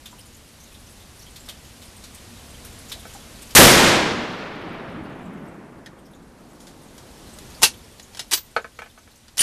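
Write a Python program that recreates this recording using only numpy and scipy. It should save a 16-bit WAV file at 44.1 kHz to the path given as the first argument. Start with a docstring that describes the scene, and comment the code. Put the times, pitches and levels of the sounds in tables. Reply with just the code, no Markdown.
"""A rifle shot: bands of noise fade at their own rates as crack, bark, boom and a deep push of air.
Fading noise makes the echoes from the wet woods; the microphone overloads, its gain drops and creeps back.
Then the bolt is worked (ringing steel, clatter, knocks) and the spent case bounces on a wooden table.
Water drips around the roofed bench (short rings and splashes) over a steady hiss and rumble. Mono."""
import sys
import numpy as np
from scipy import signal
from scipy.fft import rfft, irfft, next_fast_len
from scipy.io import wavfile
from scipy.ndimage import uniform_filter1d, map_coordinates

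SR = 44100
rng = np.random.default_rng(int(sys.argv[2]) if len(sys.argv) > 2 else 0)


def unload_wav(signal):
    """Save mono or channel-first audio to the path in sys.argv[1] as 16-bit WAV at rate SR, clipped to [-1, 1]."""
    wavfile.write(
        sys.argv[1],
        SR,
        np.round(np.clip(np.atleast_2d(signal).T, -1, 1) * 32767).astype(np.int16),
    )


N = 415422
T = np.arange(N) / SR  # time of every sample, in seconds

# A "t60" is the time a sound takes to fade by 60 dB. Levels within a colour or mode table are relative.
# Steady outdoor background colour: (frequency [Hz], density [dB per Hz])
AIR_COLOUR = [(12, -31.5), (20, -4.5), (70, 0), (174, -9), (234, -4.5), (262, -9), (440, -15.5),
              (477, -13.5), (611, -15.5), (1180, -19), (1430, -20), (4030, -20.5), (10800, -25),
              (13800, -32)]
# Level at which the background and far patter are heard, with slow gain changes: (time [s], level [dB])
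HEARD_LEVEL = [(0.6, -47.5), (3.0, -42), (7.4, -40.5), (8.0, -45.5)]
# Nearest drips on leaves and boards: (time [s], level [dB], ring [Hz])
NEAR_DRIPS = [(0.0553, -30.5, 3450), (1.3582, -32.5, 3800), (1.4857, -24.5, 3600), (1.821, -36.5, 3180),
              (2.0367, -31.5, 4400), (2.144, -35, 8600), (2.6463, -33.5, 11000), (2.8944, -33.5, 5430),
              (2.9165, -22.5, 3670), (3.1347, -34, 7230), (3.4186, -33, 8800), (3.5048, -32.5, 4460)]
# Drips into puddles: (time [s], level [dB], starting bubble pitch [Hz])
PUDDLE_PLOPS = [(0.126, -37.5, 970), (2.958, -34, 676), (3.149, -30, 807)]
# Splash colour of a near drip: (frequency [Hz], level [dB])
SPLASH_COLOUR = [(300, -14.0), (1200, -6), (3500, -2.5), (10000, -6.0), (14000, -6.0)]
# How fast sound fades under the roof: (frequency [Hz], t60 [s])
ROOF_DECAY = [(200, 0.14), (1500, 0.11), (6000, .15), (14000, 0.088)]
# Modes of the table top: (frequency [Hz], width [Hz], level [dB])
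TABLE_MODES = [(222, 30, -20), (464.5, 34, -3), (560, 44, -7.5), (666, 37, -5), (873, 41, -11.5),
               (1104, 32, -12), (1288, 38, -3), (1530, 56, -5), (1725, 58, -8.5), (2250, 51, -10.5),
               (3990, 93, -28), (4315, 80, -28)]
# Woody clack of a blow on the table: (frequency [Hz], level [dB])
CLACK_COLOUR = [(100, -14), (300, 1), (500, 4.5), (1500, 3.5), (2300, -4.5), (4200, -12.5),
                (6000, -19), (14000, -42)]
# Dull taps on the bench: (time [s], level [dB])
BENCH_TAPS = [(1.481, -39), (2.914, -39), (3.053, -31.5)]
# Spent case hitting the table: (time [s], level [dB], hollow ring relative to that [dB])
CASE_BOUNCES = [(8.564, -3.3, -16), (8.644, -20, -15), (8.789, -22.5, -2), (8.819, -22, -6.5),
                (8.860, -31, -4), (8.976, -33.5, -6), (9.075, -36.5, -13)]
# Modes of the steel action: (frequency [Hz], level [dB], t60 [s])
STEEL_MODES = [(1990, -2, 0.06), (2762, -20, 0.27), (3330, -5, 0.12), (3660, -18, 0.1), (4350, -6.5, 0.098),
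               (5900, -2.5, 0.15), (9055, -21, 0.13), (10100, -9, 0.11), (10500, -6, 0.099),
               (11100, -7, 0.083), (11760, -27, 0.22), (12900, -12, 0.11), (12400, -5, 0.079),
               (13540, -6.5, 0.08)]
# Dense clatter of the action: (frequency [Hz], density [dB per Hz])
CLATTER_COLOUR = [(120, -41), (400, -4.5), (650, -23), (900, -14.5), (1300, -5), (1950, -2), (2450, -2),
                  (3200, 1), (5500, 2), (8000, -0.5), (11000, 0), (13500, -7.5)]
# Knock of the rifle stock: (frequency [Hz], level [dB])
STOCK_COLOUR = [(50, -20), (130, -2.5), (400, -3.5), (900, 10.0), (1400, -12.5), (3000, -14)]
# Bright rings of a small click, the bolt lifted, the brass leaving and the bolt sliding home:
# (time [s], level [dB], frequency [Hz], t60 [s])
BRIGHT_RINGS = [(5.861, -20, 1790, 0.075), (7.632, -7, 2750, 0.09), (8.333, -18.5, 13800, 0.21),
                (9.391, -2.5, 9650, .25), (9.390, -7, 2950, 0.22)]
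# The bolt is lifted, eased back, pulled to its stop and pushed home: (time of the stop [s], level [dB],
# run-up [s], first catch below the stop [dB], stock knock [dB], t60 [s], dull above [Hz])
BOLT_STROKES = [(7.6305, 1.5, .015, 43, -15.5, .106, 14000), (8.193, -19.5, .06, 26, -28, .11, 6400),
                (8.333, -6.5, .022, 17, -24, 0.096, 10800), (9.405, 0, .034, 25, -26, .14, 14000)]
# Catches in every stroke: (run-up still to go [share], level still to gain [share])
BOLT_CATCHES = [(1, 1), (.76, .55), (.37, .42)]
# Light clicks: touches of the hand on the action, the first perhaps a drip:
# (time [s], level [dB], t60 [s], dull above [Hz])
LIGHT_CLICKS = [(5.860, -17.5, .07, 4940), (6.603, -37, 0.34, 14000), (6.669, -33, .2, 9000),
                (6.979, -34, 0.1, 11000), (7.386, -34, 0.052, 12000), (7.997, -33.5, 0.054, 6960),
                (8.374, -22, 0.1, 6300), (9.281, -30, 0.059, 3960)]
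# Echo colour before the air dulls it: (frequency [Hz], level [dB])
TREE_COLOUR = [(25, -9.5), (70, -7), (130, 9.5), (330, 8.5), (550, 6), (1000, 4.5), (1700, 4), (4000, 2),
               (14000, 0)]
# Colour of the roll from far slopes: (frequency [Hz], level [dB])
SLOPE_COLOUR = [(25, -17.5), (70, -6), (100, -10), (150, 1), (210, 0), (330, -1.5), (450, -19),
                (1000, -42.5), (3000, -80)]
# Near trunks, tree line and deep woods answer in turn:
# (delay after the shot [s], level [dB], swell [dB per s], fade [dB per s])
WOOD_ECHOES = [(.025, 15, 1001, 124.5), (.32, 1, 25, 45), (1.2, -10.5, 2.5, 10)]
# Low rolls sent back by far slopes: (delay after the shot [s], level [dB])
SLOPE_ROLLS = [(.62, -26.5), (1.13, -24), (1.37, -21.5), (1.75, -25.5), (2.179, -30.5)]
# Boom of the bench and roof: (frequency [Hz], level [dB])
BOOM_COLOUR = [(30, -17.5), (80, -15.5), (125, 3), (190, -5.0), (350, 1.5), (560, -2.5),
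               (1000, -15), (4000, -44.5)]

SHOT_S = 3.5505
BREEZE_S, BREEZE_DB, BREEZE_SWELL_DB_S, BREEZE_FADE_DB_S = 6.2, -37.5, 17.5, 40  # one soft gust
ROLL_SWELL_DB_S, ROLL_FADE_DB_S = 64.5, 16  # how fast a roll builds and dies
CATCH_T60_S = 0.1
CLICK_KNOCK_DB = -31
KNOCK_SLOPE = 0.41  # the softer a contact, the more wood and the less steel is heard (dB per dB)
TOP_HZ = 14050  # the treble of the finished sound ends around here


def amp(db):
    """Turn decibels into a gain."""
    return 10 ** (np.asarray(db) / 20)


def unit(x):
    """Scale a sound to an rms (average strength) of 1."""
    return x / np.sqrt(np.mean(x ** 2) + 1e-20)


def along(points, hz):
    """Read between (frequency, value) points on a log frequency axis."""
    f, v = np.transpose(points)
    return np.interp(np.log(hz + 1), np.log(f + 1), v)


def curve(rows):
    """Join (time, value) rows into one value per sample."""
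    return np.interp(T, *np.transpose(rows))


def filtered(x, response):
    """Multiply the spectrum of x by a response that depends on frequency."""
    size = next_fast_len(len(x) + 8192)
    hz = np.fft.rfftfreq(size, 1 / SR)
    return irfft(rfft(x, size) * response(hz), size)[:len(x)]


def noise(spectrum, size=N):
    """Make noise of rms 1 with the colour in a table."""
    white = rng.standard_normal(size)
    return unit(filtered(white, lambda hz: amp(along(spectrum, hz))))


def resonance(f, centre, width):
    """Response of one damped vibration: strongest at its centre, broader with more damping."""
    return 1j * f * width / (centre ** 2 - f ** 2 + 1j * f * width)


def band(centre_hz, width_hz, size=N):
    """Make noise of rms 1 through one resonance."""
    white = rng.standard_normal(size)
    return unit(filtered(white, lambda f: resonance(f, centre_hz, width_hz)))


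def fading(gain_db, size=N):
    """Shape white noise with a gain that depends on frequency and time."""
    hz, t, z = signal.stft(rng.standard_normal(size), SR, nperseg=512)
    shaped = z * amp(gain_db(hz[:, None], t))
    return signal.istft(shaped, SR, nperseg=512)[1][:size]


def decay(t, t60, attack):
    """Loudness shape of a blow at t = 0: a quick rise, then a steady fade in dB."""
    t = np.maximum(t, 0)
    fade = np.exp(-np.log(1000) * t / t60)
    return fade * (1 - np.exp(-t / attack))


def swell(peak_s, level_db, rise_db_s, fall_db_s):
    """Gain of a sound that builds to its peak and dies away, each at a steady rate."""
    return amp(level_db - np.maximum(rise_db_s * (peak_s - T), fall_db_s * (T - peak_s)))


def wobble(rate):
    """A smooth random curve with this many random points a second."""
    return map_coordinates(rng.standard_normal(N // 100), [T * rate], mode="wrap")


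def uneven(x, depth_db, spacing_hz):
    """Make the spectrum bumpy at random, as every contact point favours other resonances."""
    knots = rng.standard_normal(400)
    places = np.arange(len(knots))
    return unit(filtered(x, lambda hz: amp(depth_db * np.interp(hz / spacing_hz, places, knots))))


def add(track, s, sound):
    """Mix a sound into the track, starting at time s."""
    part = track[max(round(s * SR), 0):][:len(sound)]
    part += sound[:len(part)]


def sheltered(x, wet_db):
    """Add the short tail of a near sound under the roof, fading at a rate set by frequency."""
    tail = fading(lambda hz, t: -60 * t / along(ROOF_DECAY, hz), size=SR // 3)
    tail = tail / np.linalg.norm(tail)
    return x + amp(wet_db) * signal.fftconvolve(x, tail)[:N]


def background():
    """A distant rumble and the hiss of wet undergrowth; a breeze swells in the bass as the echo fades."""
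    air = amp(curve(HEARD_LEVEL)) * noise(AIR_COLOUR)
    breeze = swell(BREEZE_S, BREEZE_DB, BREEZE_SWELL_DB_S, BREEZE_FADE_DB_S) * band(38, 35)
    return air + breeze


def drip(hz, ring_t60=0.059, splash_db=-2.5):
    """A drop lands softly with a short splash and a fuzzy ring."""
    t = T[:SR // 10]
    rise = 0.005  # s
    ring = band(hz, hz * 0.21, len(t)) * decay(t, ring_t60, rise)
    splash = uneven(noise(SPLASH_COLOUR, len(t)), depth_db=1.5, spacing_hz=590)
    return ring + amp(splash_db) * splash * decay(t, 0.07, rise)


def plop(hz):
    """A drop into a puddle makes a bubble whose pitch climbs, blurred by noise near its starting pitch."""
    t = T[:SR // 12]
    tone = np.sin(2 * np.pi * hz * t * (1 + 0.54 * t))
    bubble = tone + 0.42 * band(hz, 300, len(t))
    return bubble * decay(t, 0.059, 0.0024)


def far_drip(pitch):
    """A far drop: a high tone blurred by slow noise, with a bright splash."""
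    t = T[:SR // 12]
    fuzz = unit(uniform_filter1d(rng.standard_normal(len(t)), size=60))
    ring = fuzz * np.sin(2 * np.pi * 2800 * 4.2 ** pitch * t)  # from 2800 Hz up to 4.2 times that
    splash = 0.4 * np.diff(rng.standard_normal(len(t) + 1))  # differences favour treble
    return (ring + splash) * decay(t, 0.058, 0.0046)


def dripping(count=300):
    """Near drips and plops over a random patter of far ones, all with the short tail under the roof."""
    near, far = np.zeros(N), np.zeros(N)
    for s, db, hz in NEAR_DRIPS:
        add(near, s, amp(db) * drip(hz))
    for s, db, hz in PUDDLE_PLOPS:
        add(near, s, amp(db) * plop(hz))
    for when, size, pitch in rng.random((count, 3)):
        add(far, when * N / SR, amp(11 * size ** 3) * far_drip(pitch))  # loud ones are rare
    return sheltered(near + far * amp(curve(HEARD_LEVEL)), wet_db=-4.5)


def table_knock():
    """One blow on the boards: their modes ring under a dense woody clack."""
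    t = T[:SR // 5]

    def boards(f):
        """Sum the modes, with alternating sign and slightly random strength."""
        total = 0
        for k, (hz, width, db) in enumerate(TABLE_MODES):
            total = total + (-1) ** k * amp(db + rng.normal(0, 1)) * resonance(f, hz, width)
        return total

    knock = unit(filtered(signal.unit_impulse(len(t)), boards))
    clack = noise(CLACK_COLOUR, len(t)) * decay(t, 0.047, 0.00045)
    return amp(-21.5) * knock + amp(-9.5) * clack


def hollow_case():
    """The hollow case rings as three bands of noise that fade together."""
    t = T[:SR // 5]
    ring = band(1220, 250, len(t)) + band(1770, 250, len(t)) + band(2350, 300, len(t))
    return unit(ring) * decay(t, 0.051, 0.00081)


def bench():
    """A few dull taps before the shot; later the case strikes the boards and bounces more and more lightly."""
    out = np.zeros(N)
    for s, db in BENCH_TAPS:
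        add(out, s, amp(db) * table_knock())
    for s, db, ring_db in CASE_BOUNCES:
        add(out, s, amp(db) * (table_knock() + amp(ring_db) * hollow_case()))
    return sheltered(out, wet_db=-4)


def contact(db, knock_db, t60, dull_hz):
    """One contact rattles the action, rings its modes at new strengths and knocks the stock."""
    t = T[:SR // 3]
    ring = np.zeros(len(t))
    for hz, level, life in STEEL_MODES:
        strength, phase = rng.standard_normal(2)
        tone = np.sin(2 * np.pi * hz * t + np.pi * phase)
        ring += amp(level + 2.1 * strength) * tone * decay(t, life, 0.0005)
    clatter = uneven(noise(CLATTER_COLOUR, len(t)), depth_db=3, spacing_hz=110)
    knock = amp(knock_db - KNOCK_SLOPE * db) * noise(STOCK_COLOUR, len(t))
    snap = 1 + 0.89 * decay(t, 0.02, 0.0001)  # the first instant of contact stands out
    hit = (clatter + knock) * snap * decay(t, t60, 0.00074) + amp(-15.5) * ring
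    return amp(db) * filtered(hit, lambda hz: 1 / np.sqrt(1 + (hz / dull_hz) ** 4))


def bolt():
    """In every stroke the bolt catches ever harder until it meets its stop; light clicks come around them."""
    out, t = np.zeros(N), T[:SR // 3]
    for s, db, run_up_s, below_db, knock_db, t60, dull_hz in BOLT_STROKES:
        for to_go, to_gain in BOLT_CATCHES:
            catch = contact(db - to_gain * below_db, knock_db, CATCH_T60_S, dull_hz)
            add(out, s - to_go * run_up_s, catch)
        add(out, s, contact(db, knock_db, t60, dull_hz))
    for s, db, t60, dull_hz in LIGHT_CLICKS:
        add(out, s, contact(db, CLICK_KNOCK_DB, t60, dull_hz))
    for s, db, hz, t60 in BRIGHT_RINGS:
        add(out, s, amp(db) * band(hz, 110, len(t)) * decay(t, t60, 0.0018))
    return sheltered(out, wet_db=-13)


def woods():
    """Countless trunks scatter the shot; the longer the path, the more treble the air has taken."""
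    def scatter_db(hz, t):
        """Tree colour, less what the air takes for every second of travel."""
        air_loss_db_s = 1.71 * (hz / 1000) ** 1.506
        return along(TREE_COLOUR, hz) - air_loss_db_s * np.maximum(t - SHOT_S, 0)

    echoes = [swell(SHOT_S + delay, db, rise, fall) for delay, db, rise, fall in WOOD_ECHOES]
    rolls = [swell(SHOT_S + delay, db, ROLL_SWELL_DB_S, ROLL_FADE_DB_S) for delay, db in SLOPE_ROLLS]
    clumps_db = 0.6 * wobble(60)  # stands of trees answer in clumps
    surges_db = 1.8 * wobble(14)  # the roll comes in surges
    # the norm adds the overlapping answers as power
    echo = np.linalg.norm(echoes, axis=0) * amp(clumps_db) * fading(scatter_db)
    roll = np.linalg.norm(rolls, axis=0) * amp(surges_db) * noise(SLOPE_COLOUR)
    return (T > SHOT_S) * (echo + roll)


def shot():
    """A bright crack, the bark of the muzzle blast, the boom of the bench and roof, and a deep push of air."""
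    age = T - SHOT_S
    crack = amp(2.5) * band(7500, 3600) * decay(age, 0.17, 0.003)
    bark = amp(20.5) * band(1800, 1500) * decay(age - 0.013, 0.19, 0.0053)
    boom = amp(20.5) * noise(BOOM_COLOUR) * decay(age - 0.032, 0.22, 0.003)
    push = amp(2.0) * band(37, 25) * decay(age - 0.015, 0.36, 0.02)
    return crack + bark + boom + push


def scene():
    """Everything reaches a single microphone, copied to both channels."""
    mono = background() + dripping() + bench() + bolt() + woods() + shot()
    return np.array([mono, mono])


def gain_control(x, threshold_db=-38, attack_db_s=17, depth_db=18, hold_s=0.65, release_db_s=11, size=220):
    """The gain slides down while the output is loud, waits, then creeps back up."""
    power = np.abs(uniform_filter1d(x ** 2, 4 * size))[::size]
    step = size / SR  # seconds between decisions
    cut, quiet, cuts = 0, 0, []  # cut in dB, quiet in seconds
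    for level in 10 * np.log10(power + 1e-12):
        quiet += step
        if level - cut > threshold_db:
            cut = min(cut + attack_db_s * step, depth_db)
            quiet = 0
        elif quiet > hold_s:
            cut = max(cut - release_db_s * step, 0)
        cuts.append(cut)
    return amp(-np.interp(T, T[::size], cuts))


def record(dry, ceiling=0.72, hardness=4.0):
    """The microphone stage clips, gain control follows, and last of all the treble is cut off steeply."""
    clipped = dry[0] / (1 + np.abs(dry[0] / ceiling) ** hardness) ** (1 / hardness)
    levelled = clipped * gain_control(clipped)
    x = filtered(levelled, lambda hz: np.clip((TOP_HZ - hz) / 400 + 0.5, 0, 1))
    return np.array([x, x])


dry = scene()
out = record(dry)
unload_wav(out)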